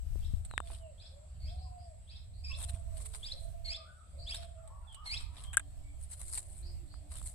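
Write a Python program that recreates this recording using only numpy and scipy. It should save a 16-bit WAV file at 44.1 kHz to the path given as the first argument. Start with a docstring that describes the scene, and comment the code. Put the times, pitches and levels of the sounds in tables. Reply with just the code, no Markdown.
"""A low rumble and a few knocks of fingers on the camera come first, as a small bird starts repeating
a two-note rising chirp. Dry stems snap and grass rustles under monkeys moving on a lawn. Other birds
whistle in the trees, a far dog howls, faint horns drone, and late on comes one sharp, hollow click.
Voices and horns are gliding tones with an echo from the trees, the grass is a spray of tiny snaps,
and the knocks and the click are rings that die quickly."""
import sys
import numpy as np
from scipy import signal
from scipy.fft import rfft, irfft, next_fast_len
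from scipy.io import wavfile
from scipy.ndimage import uniform_filter1d, map_coordinates

SR = 44100
rng = np.random.default_rng(int(sys.argv[2]) if len(sys.argv) > 2 else 0)


def to_wav(sig):
    """Store sig (one row per channel, or 1-D mono) as 16-bit WAV at the path in sys.argv[1].

    Samples outside -1..1 are clipped; the rate is SR.
    """
    pcm = np.clip(np.atleast_2d(sig), -1, 1) * 32767
    pcm = np.round(pcm).astype(np.int16)
    wavfile.write(sys.argv[1], SR, pcm.T)  # frames by channels


N = 323914


def amp(db):
    """Turn decibels into a gain to multiply by."""
    return 10 ** (np.asarray(db) / 20)


def unit(x):
    """Scale a signal to an average (rms) level of 1."""
    return x / np.sqrt(np.mean(x ** 2) + 1e-20)


def along(points, hz):
    """Read between (frequency, value) points, on an axis that spaces octaves evenly."""
    freqs, values = np.transpose(points)
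    return np.interp(np.log(hz + 1), np.log(freqs + 1), values)


def curves(rows, at):
    """Read each later column of a table at the given places in its first column."""
    places, *columns = np.transpose(rows)
    return [np.interp(at, places, column) for column in columns]


def clock(length):
    """Sample times for a sound of this many seconds."""
    return np.arange(int(length * SR)) / SR


def wobble(rate, size=N):
    """A smooth curve through `rate` random values a second."""
    values = rng.standard_normal(int(size * rate / SR) + 4)
    return map_coordinates(values, [np.arange(size) * rate / SR])


def filtered(x, response):
    """Multiply each frequency in x by response(frequency)."""
    size = next_fast_len(N + SR // 2)
    return irfft(rfft(x, size) * response(np.fft.rfftfreq(size, 1 / SR)), size)[..., :N]


def shaped(x, colour):
    """Turn frequencies up or down by a table of (frequency [Hz], gain [dB])."""
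    return filtered(x, lambda hz: amp(along(colour, hz)))


def coloured(x, colour):
    """Shape x, then bring it to an average level of 1."""
    return unit(shaped(x, colour))


def patchy(x, depth_db, frames):
    """Shift the colour of noise at random, in patches some frames long (6 ms a frame)."""
    spectra = signal.stft(x, nperseg=512)[2]
    patches = uniform_filter1d(rng.standard_normal(spectra.shape[1:]), 5, axis=0)
    patches = uniform_filter1d(patches, frames, axis=1)
    return unit(signal.istft(spectra * amp(depth_db * unit(patches)), nperseg=512)[1][:, :N])


def sides(db):
    """Left and right gains for a pan: how many dB louder the left side is."""
    return amp(np.array([[.5], [-.5]]) * db)


def left_first(x, lead_s):
    """Let a sound reach the left ear lead_s seconds before the right."""
    return filtered(x, lambda hz: np.exp(1j * np.pi * hz * lead_s * np.array([[1], [-1]])))


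def add(track, start, sound):
    """Mix a sound into a track, `start` seconds in."""
    part = track[..., max(0, round(start * SR)):][..., :sound.shape[-1]]
    part += sound[..., :part.shape[-1]]


def tone(hz, db, fade_s, partials=((1, 0),)):
    """A gliding tone with soft ends; its partials are (multiple of the pitch, level [dB])."""
    t = np.arange(len(hz)) / SR
    phase = 2 * np.pi * np.cumsum(hz) / SR
    ends = np.sin(np.pi / 2 * np.clip(np.minimum(t, t[-1] - t) / fade_s, 0, 1)) ** 2
    return np.sqrt(2) * ends * amp(db) * sum(amp(level) * np.sin(k * phase) for k, level in partials)


def outdoors(x, direct_db, echo_db, lead_s=0):
    """The direct sound plus its echo, scattered by the trees."""
    # how long the echo lasts: (frequency [Hz], time to fall 60 dB [s])
    trees = [(300, 0.22), (700, 0.73), (2000, 0.46), (4500, 0.37), (9000, 0.044)]
    hz, t, spectra = signal.stft(rng.standard_normal((2, SR)), SR, nperseg=256)
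    tail = signal.istft(spectra * amp(-60 * t / along(trees, hz)[:, None]), SR, nperseg=256)[1]
    echo = signal.fftconvolve(x[None], tail / np.linalg.norm(tail[0]), axes=1)[:, :N]
    return amp(direct_db) * left_first(x, lead_s) + amp(echo_db) * echo


def background():
    """A low rumble that gives way to gusts when air strikes one side of the microphone, and a hiss."""
    # the rumble's rise and fall: (time [s], level [dB])
    levels = [(0.0, -47.5), (0.36, -40.5), (0.54, -46), (1.26, -54.5), (1.44, -40.5), (1.98, -53),
              (2.76, -40), (3.06, -47), (3.66, -51), (3.78, -56), (4.08, -55), (4.2, -43.5), (4.92, -53),
              (5.22, -47.5), (6.45, -49.5), (6.65, -44), (7.03, -48.5), (7.2, -42), (7.32, -47)]
    # which side the air strikes: (time [s], pan [dB])
    lean = [(0.0, 10.5), (0.39, 8), (0.49, -7), (1.8, 0), (3.68, -14), (3.87, 3), (4.49, -7.5), (7.1, -6)]
    # colours of the rumble, gusts and hiss: (frequency [Hz], gain [dB])
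    rumble_colour = [(12, -47.5), (20, -14.5), (54, 2), (72, 6), (88, -1), (134, -15), (225, -30.5),
                     (300, -43), (400, -66), (520, -62.5), (880, -120)]
    gust_colour = [(15, -6), (40, -2.5), (65, -4), (110, -19), (250, -45.5), (600, -58.5)]
    hiss_colour = [(150, 16), (300, 0), (450, 0.5), (660, 14), (900, 0), (1500, -4.5), (4400, -5),
                   (6000, -12.5), (6900, -11), (7700, 8), (8300, 5.5), (9200, -4.5), (11000, -12.5),
                   (14000, -25)]
    now = np.arange(N) / SR
    (level_db,), (pan_db,) = curves(levels, now), curves(lean, now)
    centre = coloured(rng.standard_normal(N), rumble_colour) * amp(-.3 * abs(pan_db))
    swirl = rng.standard_normal((2, N)) * amp(3.5 * wobble(8.6))
    gusts = coloured(swirl, gust_colour) * amp(1.31 * abs(pan_db))
    rumble = amp(level_db) * (.96 * centre * sides(.5 * pan_db) + .33 * gusts * sides(pan_db))
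    hiss_db = -63.5 + 1.2 * wobble(3)
    air = patchy(rng.standard_normal((2, N)), depth_db=2.3, frames=16)
    return rumble + amp(hiss_db) * coloured(air, hiss_colour)


def hum():
    """A low drone that wavers in pitch and level."""
    return tone(hz=74.8 * (1 + .025 * wobble(5)), db=-62 + 3.5 * wobble(3), fade_s=.02)


def knocks():
    """Fingers shift on the camera: each touch gives a few dying swings of the case and a dry scrape."""
    # touches: (time [s], level [dB], pitch of the case [Hz], pan [dB])
    touches = [(0.157, -38, 332, 15.5), (0.337, -22, 70.5, 19.5), (.512, -36, 1410, 13),
               (0.538, -34.5, 910, 14), (.579, -22, 1770, 18), (.603, -27.5, 1130, 18),
               (0.703, -38, 870, 4), (2.738, -26, 53, -14), (6.941, -42.5, 1240, 5),
               (7.216, -43, 1170, -10)]
    # colour of the scrape: (frequency [Hz], gain [dB])
    colour = [(300, -22), (1000, 2), (3000, 3), (6000, -25), (8300, 3.5), (12000, -30)]
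    contact_s, ring_cycles, scrape_db, scrape_s = .0028, 3.05, -1.5, .0047
    swings, scrapes, t = np.zeros((2, N)), np.zeros((2, N)), clock(.2)
    for start, db, hz, pan_db in touches:
        gain = amp(db) * sides(pan_db)
        ring_s = contact_s + ring_cycles / hz
        envelope = (1 - np.exp(-8 * hz * t)) * amp(-60 * t / ring_s)
        add(swings, start, gain * envelope * np.sin(2 * np.pi * hz * t))
        hardness = min(hz / 1500, 1) ** 2  # soft, low thumps hardly scrape
        scrape = rng.standard_normal((2, len(t))) * amp(scrape_db - 60 * t / scrape_s)
        add(scrapes, start, gain * hardness * scrape)
    return swings + shaped(scrapes, colour)


def near_bird():
    """Each chirp is two overlapping, rising notes, carried by the second harmonic with a noisy rasp."""
    # chirps: (time [s], opening note, its extra level [dB], its starting pitch [ratio],
    # length of the closing sweep [s], level [dB], extra level of the low tones [dB])
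    calls = [(.172, "flick", -15, 1, .06, -65, -9), (.972, "flick", -7, 1, .07, -59.5, -7),
             (1.395, "lead", -2, 1.05, .055, -62, -4), (2.066, "flick", -2, 1, .08, -60, -7),
             (2.436, "lead", 0, 1.15, .07, -50, 1), (3.222, "flick", -1, 1, .085, -45.5, -9),
             (3.645, "lead", 1, 1.02, .068, -44, -4), (4.26, "flick", 0, 1, .083, -43.5, -1),
             (5.058, "lead", 0, .99, .07, -42.5, 0)]
    # opening note: length [s]
    opening_s = {"lead": .091, "flick": .061}
    # each note's path: (place in the note [0-1], pitch heard [Hz], level [dB])
    shapes = { "lead": [(0, 4150, -12), (.15, 4400, 1), (.3, 4200, -3), (.45, 4080, -2), (.62, 4500, 2),
              (.82, 4950, 1), (1, 5350, -2)], "flick": [(0, 2950, -18), (.22, 3400, -2), (.45, 3750, -1),
              (.6, 4550, -1), (.8, 4900, 0), (1, 5400, -5)], "sweep": [(0, 2200, -18), (.2, 2530, -5),
              (.31, 2700, -2), (.33, 3000, -16), (.38, 3250, -2), (.55, 3400, -6), (.7, 3650, -3),
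              (.82, 4200, 1), (.86, 5100, -8), (.92, 5300, -2), (1, 5500, -7)]}
    # strength of the upper harmonics, and colour of the rasp: (frequency [Hz], gain [dB])
    overtones = [(5000, -24), (6300, -27), (8400, -19), (9300, -29), (11000, -40)]
    rasp_colour = [(900, -21), (2200, -6), (5000, -4), (6000, -22), (8200, -1.5), (11000, -24)]
    overlap_s, near_db = .029, -43.5
    song, scattered = np.zeros(N), np.zeros(N)
    rasp = amp(-13) * coloured(rng.standard_normal(N), rasp_colour)
    for when, opening, opening_db, ratio, sweep_s, db, low_db in calls:
        far_db = max(near_db - db, 0)  # quieter calls are farther off, so more of them is echo
        notes = [(when, opening_s[opening], opening, ratio, db + opening_db),
                 (when + opening_s[opening] - overlap_s, sweep_s, "sweep", 1, db)]
        for start, length, shape, stretch, note_db in notes:
            t = clock(length)
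            hz, shape_db = curves(shapes[shape], t / length)
            hz = hz * stretch ** (1 - (t / length) ** 3)
            level_db = note_db + shape_db
            register_db = np.interp(hz, [2800, 3200], [low_db, 0])
            waver = 1 + .016 * wobble(600, len(t))
            flutter_db = 3.5 * wobble(200, len(t))
            partials = [(1, -9 + low_db if shape == "lead" else -30), (2, 0),
                        (3, along(overtones, 1.5 * hz) - 3), (4, along(overtones, 2 * hz))]
            note = tone(hz / 2 * waver, level_db + register_db + flutter_db, .003, partials)
            note += rasp[round(start * SR):][:len(t)] * amp(level_db)
            add(song, start, note * amp(-.07 * far_db))
            add(scattered, start, note * amp(-12 + .77 * far_db))
    return (outdoors(song, direct_db=0, echo_db=-13.5, lead_s=.00028)
            + outdoors(scattered, direct_db=-60, echo_db=0))


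def stems():
    """Dry stems break, each with a bright, splintering tick."""
    # breaks: (time [s], level [dB], pan [dB])
    breaks = [(0.45, -46.5, -4), (2.693, -47, -9), (3.064, -51, -2), (3.146, -46, -2), (4.344, -41.5, -4),
              (4.676, -53.5, -1), (4.926, -53.5, 0), (4.945, -46, -3), (5.437, -46, 1)]
    # colour of a tick: (frequency [Hz], gain [dB])
    colour = [(500, -11), (2500, -6.5), (4200, -2.5), (6000, -22), (8200, 14.5), (10500, -10), (14000, -18)]
    track, t = np.zeros((2, N)), clock(.05)
    fade_db = 1 - 60 * t / .052
    for start, db, pan_db in breaks:
        splinters = amp(3 * wobble(1500, len(t))) * rng.standard_normal((2, len(t)))
        add(track, start, amp(db + fade_db) * sides(pan_db) * splinters)
    return shaped(track, colour)


def far_birds():
    """Whistles slide and arch, blurred by the trees; the buzziest are heard mostly as echo."""
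    # whistles: (time [s], song, middle pitch [Hz], level [dB])
    whistles = [(.487, "fall", 3830, -64.5), (0.778, "fall", 2875, -73.5), (1.564, "rise", 4520, -62),
                (1.639, "drop", 1046, -68.5), (1.769, "rise", 4810, -68), (2.321, "rise", 4380, -67),
                (2.49, "drop", 1075, -62), (3.764, "hold", 1221, -59), (3.84, "pipe", 1467, -64),
                (3.969, "drop", 1301, -64.5), (4.173, "rise", 4580, -55), (4.691, "pipe", 1128, -62.5),
                (4.865, "fall", 3133, -60), (4.96, "pipe", 1223, -59.5), (5.431, "hold", 3196, -58.5),
                (5.82, "hold", 2265, -69.5), (6.615, "rise", 4660, -58), (6.868, "rise", 4560, -63.5)]
    # songs: (length [s], slide [octaves], arch [octaves], buzz [share of pitch], direct [dB], pan [dB])
    songs = {"rise": (0.09, 0.27, 0.036, .05, -14, 0), "fall": (.11, -0.32, -0.04, .008, -2.5, -6),
             "pipe": (.085, .2, .18, .025, -1.5, 0), "drop": (0.056, -.22, 0.035, .016, -3, 0),
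             "hold": (0.08, 0, .005, .016, -5, 0)}
    song, direct = np.zeros(N), np.zeros((2, N))
    for start, kind, middle_hz, db in whistles:
        length, slide, arch, buzz, direct_db, pan_db = songs[kind]
        place = clock(length) / length - .5  # 0 at the middle of the note
        hz = middle_hz * 2 ** (slide * place - arch * (2 * place) ** 2)
        waver = 1 + buzz * wobble(600, len(place))
        note = tone(hz * waver, db + 2 * wobble(120, len(place)), fade_s=.02)
        add(song, start, note)
        add(direct, start, note * amp(direct_db) * sides(pan_db))
    return direct + outdoors(song, direct_db=-60, echo_db=-4.5)


def dog():
    """Distance leaves each howl an almost pure, bending tone; hoarse ones shake and echo more."""
    # howls: (time [s], length [s], arc, top pitch [Hz], level [dB], hoarseness [0-1])
    howls = [(.62, .315, "sag", 675, -56.5, .2), (1.11, .15, "lift", 635, -61.5, .3),
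             (1.46, .49, "arch", 755, -57, .2), (2.52, .49, "step", 672, -62, .8),
             (3.31, .52, "step", 672, -64, 1), (4.13, .57, "step", 672, -61.5, .8)]
    # each arc's path: (place in the howl [0-1], pitch [share of the top], level [dB])
    arcs = { "sag": [(0, 1, -6), (.15, .99, 0), (.35, .975, -1), (.5, .975, -10), (.7, .96, 2),
            (.83, .94, 2), (1, .77, -10)], "lift": [(0, .81, -8), (.45, .91, 1), (1, 1, -5)],
            "arch": [(0, .81, -9), (.08, .83, -6), (.11, .92, 0), (.24, .985, -3), (.33, 1, -2),
            (.6, .945, 1), (.82, .91, -2), (.91, .86, 0), (1, .77, -9)], "step": [(0, .88, -3),
            (.08, .85, 3), (.11, .99, 2), (.25, 1, -2), (.7, .99, -1), (.9, .95, 0), (1, .78, -9)]}
    voice, scattered = np.zeros(N), np.zeros(N)
    for start, length, arc, top_hz, db, hoarse in howls:
        t = clock(length)
        ratio, arc_db = curves(arcs[arc], t / length)
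        hz = top_hz * ratio * (1 + .028 * hoarse * wobble(110, len(t)))
        flutter_db = 3.8 * hoarse * wobble(55, len(t))
        howl = tone(hz, db + arc_db + flutter_db, fade_s=.008, partials=[(1, 0), (2, -31)])
        add(voice, start, howl)
        add(scattered, start, hoarse * howl)
    return (outdoors(voice, direct_db=0, echo_db=-14, lead_s=.00043)
            + outdoors(scattered, direct_db=-60, echo_db=-4))


def crackle(per_second, spread_db):
    """Stereo noise made of tiny random snaps; spread_db makes their sizes more unequal."""
    snaps = rng.random((2, N)) < per_second / SR
    size = amp(spread_db * np.minimum(rng.exponential(size=(2, N)), 3))
    return unit(snaps * size * rng.standard_normal((2, N)))


def grass():
    """A hand or foot crushes blades and stalks; the blades then spring back in a fading crackle."""
    # presses: (time [s], half width [s], blade level [dB], stalks against blades [dB])
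    crunches = [(0.721, 0.045, -70, 5), (2.591, 0.015, -63.5, -17), (2.611, 0.014, -61.5, 2.5),
                (2.642, 0.0068, -61.5, 3), (2.697, 0.0062, -65.5, 2), (2.743, 0.022, -79, 8.5),
                (3.005, 0.032, -63, -3), (3.061, 0.0045, -59.5, -4), (3.151, 0.009, -59, -2.5),
                (3.2, 0.088, -75.5, -0.5), (3.42, 0.064, -76.5, -14), (4.35, 0.038, -66.5, 4.5),
                (4.436, 0.015, -75, 13.5), (5.07, 0.012, -66.5, 8.5), (5.125, 0.024, -70, 6.5),
                (5.207, 0.025, -70, 5), (5.411, 0.039, -71, 7.5), (6.03, 0.019, -68, -15),
                (6.122, 0.015, -58.5, -8), (6.213, 0.02, -60, -8.5), (6.275, 0.019, -65, -17),
                (6.332, 0.026, -57, -27), (6.376, 0.016, -57.5, -3), (6.53, 0.077, -71, -23),
                (7.158, 0.029, -61, -0.5), (7.265, 0.034, -62, -22)]
    # colours of the blades and stalks: (frequency [Hz], gain [dB])
    blade_colour = [(530, -89.5), (900, -11), (1770, -16.5), (2130, -10.5), (2650, -19), (3120, -20),
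                    (4180, -7), (5720, -14.5), (6650, -10.5), (8200, 9.5), (11200, -3), (12000, -16),
                    (14500, -15.5)]
    stalk_colour = [(400, -2), (1200, 4), (2200, -1), (3800, 6), (6000, -7.5), (12000, -41)]
    settle_db, settle_s, breaks_per_s = -10, .35, 1400
    now = np.arange(N) / SR
    blades, stalks = np.zeros((2, N))
    for when, width, db, stalk_db in crunches:
        press = amp(db) * np.exp(-.5 * ((now - when) / width) ** 2)
        spring_back = (now > when) * amp(db + settle_db - 60 * abs(now - when) / settle_s)
        blades += press + spring_back
        stalks += press * amp(stalk_db)
    uneven = amp(1.5 * wobble(50) + 2.6 * wobble(350))
    # single dry blades break under the weight, each dying away fast
    breaking = signal.lfilter([1], [1, -.96], rng.random(N) < breaks_per_s / SR)
    fine = crackle(per_second=8200, spread_db=0)
    fine += amp(-17) * unit(breaking * rng.standard_normal((2, N)))
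    fine = coloured(patchy(fine, depth_db=3, frames=4), blade_colour)
    coarse = crackle(per_second=1500, spread_db=3)
    coarse = coloured(patchy(coarse, depth_db=4, frames=4), stalk_colour)
    return uneven * (amp(11.5) * blades * fine * sides(2.6) + amp(5.5) * stalks * coarse)


def horns():
    """Faint held notes from a distant road, fading in and out on the moving air."""
    # notes, played 1% below the listed pitch: (time [s], length [s], pitch [Hz], level [dB])
    notes = [(2.987, 0.22, 441, -78.5), (5.103, 0.85, 290, -81), (6.209, 0.66, 350.5, -80),
             (6.81, 0.46, 297, -76.5)]
    drone = np.zeros(N)
    for start, length, hz, db in notes:
        size = int(length * SR)
        fading_db = 4.5 * wobble(16, size)
        waver = 1 + .01 * wobble(25, size)
        add(drone, start, tone(hz * waver, db + fading_db, fade_s=.019, partials=[(.99, .0052)]))
    return outdoors(drone, direct_db=2.5, echo_db=-8.5)


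def chorus():
    """A brief burst of 36 faint, overlapping low calls from deep in the trees."""
    start_s, spread_s, call_s = 4.55, .92, .08
    song, place = np.zeros(N), clock(call_s) / call_s
    for when, pitch, slide, softness in rng.random((36, 4)):
        hz = 750 * 2 ** (.9 * pitch + .35 * (slide - .5) * place)
        waver = 1 + .025 * wobble(300, len(place))
        call = tone(hz * waver, -71.5 - 6 * softness, fade_s=.025, partials=[(1, 0), (2, -14)])
        add(song, start_s + spread_s * when, call)
    return outdoors(song, direct_db=-2.5, echo_db=-2.5)


def click():
    """A bright snap to the left, then a small hollow rings, its pitch rising as it opens."""
    # quick contacts that make up the click: (time [s], snap level [dB], hollow level [dB])
    contacts = [(5.532, -40, -48), (5.537, -40, -48), (5.5435, -38, -43), (5.5703, -8, -17.5),
                (5.576, -24, -33), (5.5956, -36, -40)]
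    # tones of the snap: (pitch [Hz], level [dB], time to fall 60 dB [s])
    rings = [(7910, 2.5, 0.0048), (8210, 1, 0.0049), (9700, 5.5, 0.0026), (3280, -21, 0.0033),
             (2500, -23, 0.005)]
    # colour of the gritty spray around the click: (frequency [Hz], gain [dB])
    grit_colour = [(300, -2.5), (1700, 16.5), (3700, 9.5), (5200, -26), (8000, 21), (13000, -10)]
    rise_s, open_s, ring_s, spray_s = .0004, .0026, .026, .03
    track, grit, t = np.zeros((2, N)), np.zeros((2, N)), clock(.1)
    snap = sum(amp(db - 60 * t / fall_s) * np.sin(2 * np.pi * hz * t) for hz, db, fall_s in rings)
    snap *= 1 - np.exp(-t / rise_s)
    hollow_hz = 1650 - 450 * np.exp(-t / .0019)
    envelope = np.minimum(t / open_s, amp(-60 * (t - open_s) / ring_s))
    hollow = envelope * np.sin(2 * np.pi * np.cumsum(hollow_hz) / SR)
    for start, snap_db, hollow_db in contacts:
        add(track, start, amp(snap_db) * snap * sides(7.5) + amp(hollow_db) * hollow)
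        spray = amp(-60 * t / spray_s) * rng.standard_normal((2, len(t)))
        add(grit, start, amp(-32 + .35 * hollow_db) * spray)
    return left_first(track, lead_s=.000095) + shaped(grit, grit_colour)


def scene():
    """Everything heard from the lawn."""
    return (background() + hum() + knocks() + near_bird() + stems() + far_birds()
            + dog() + grass() + horns() + chorus() + click())


def record(dry):
    """The camera cuts off the highest treble."""
    top_hz = 14400
    return filtered(dry, lambda hz: 1 / (1 + (hz / top_hz) ** 120))


dry = scene()
out = record(dry)
to_wav(out)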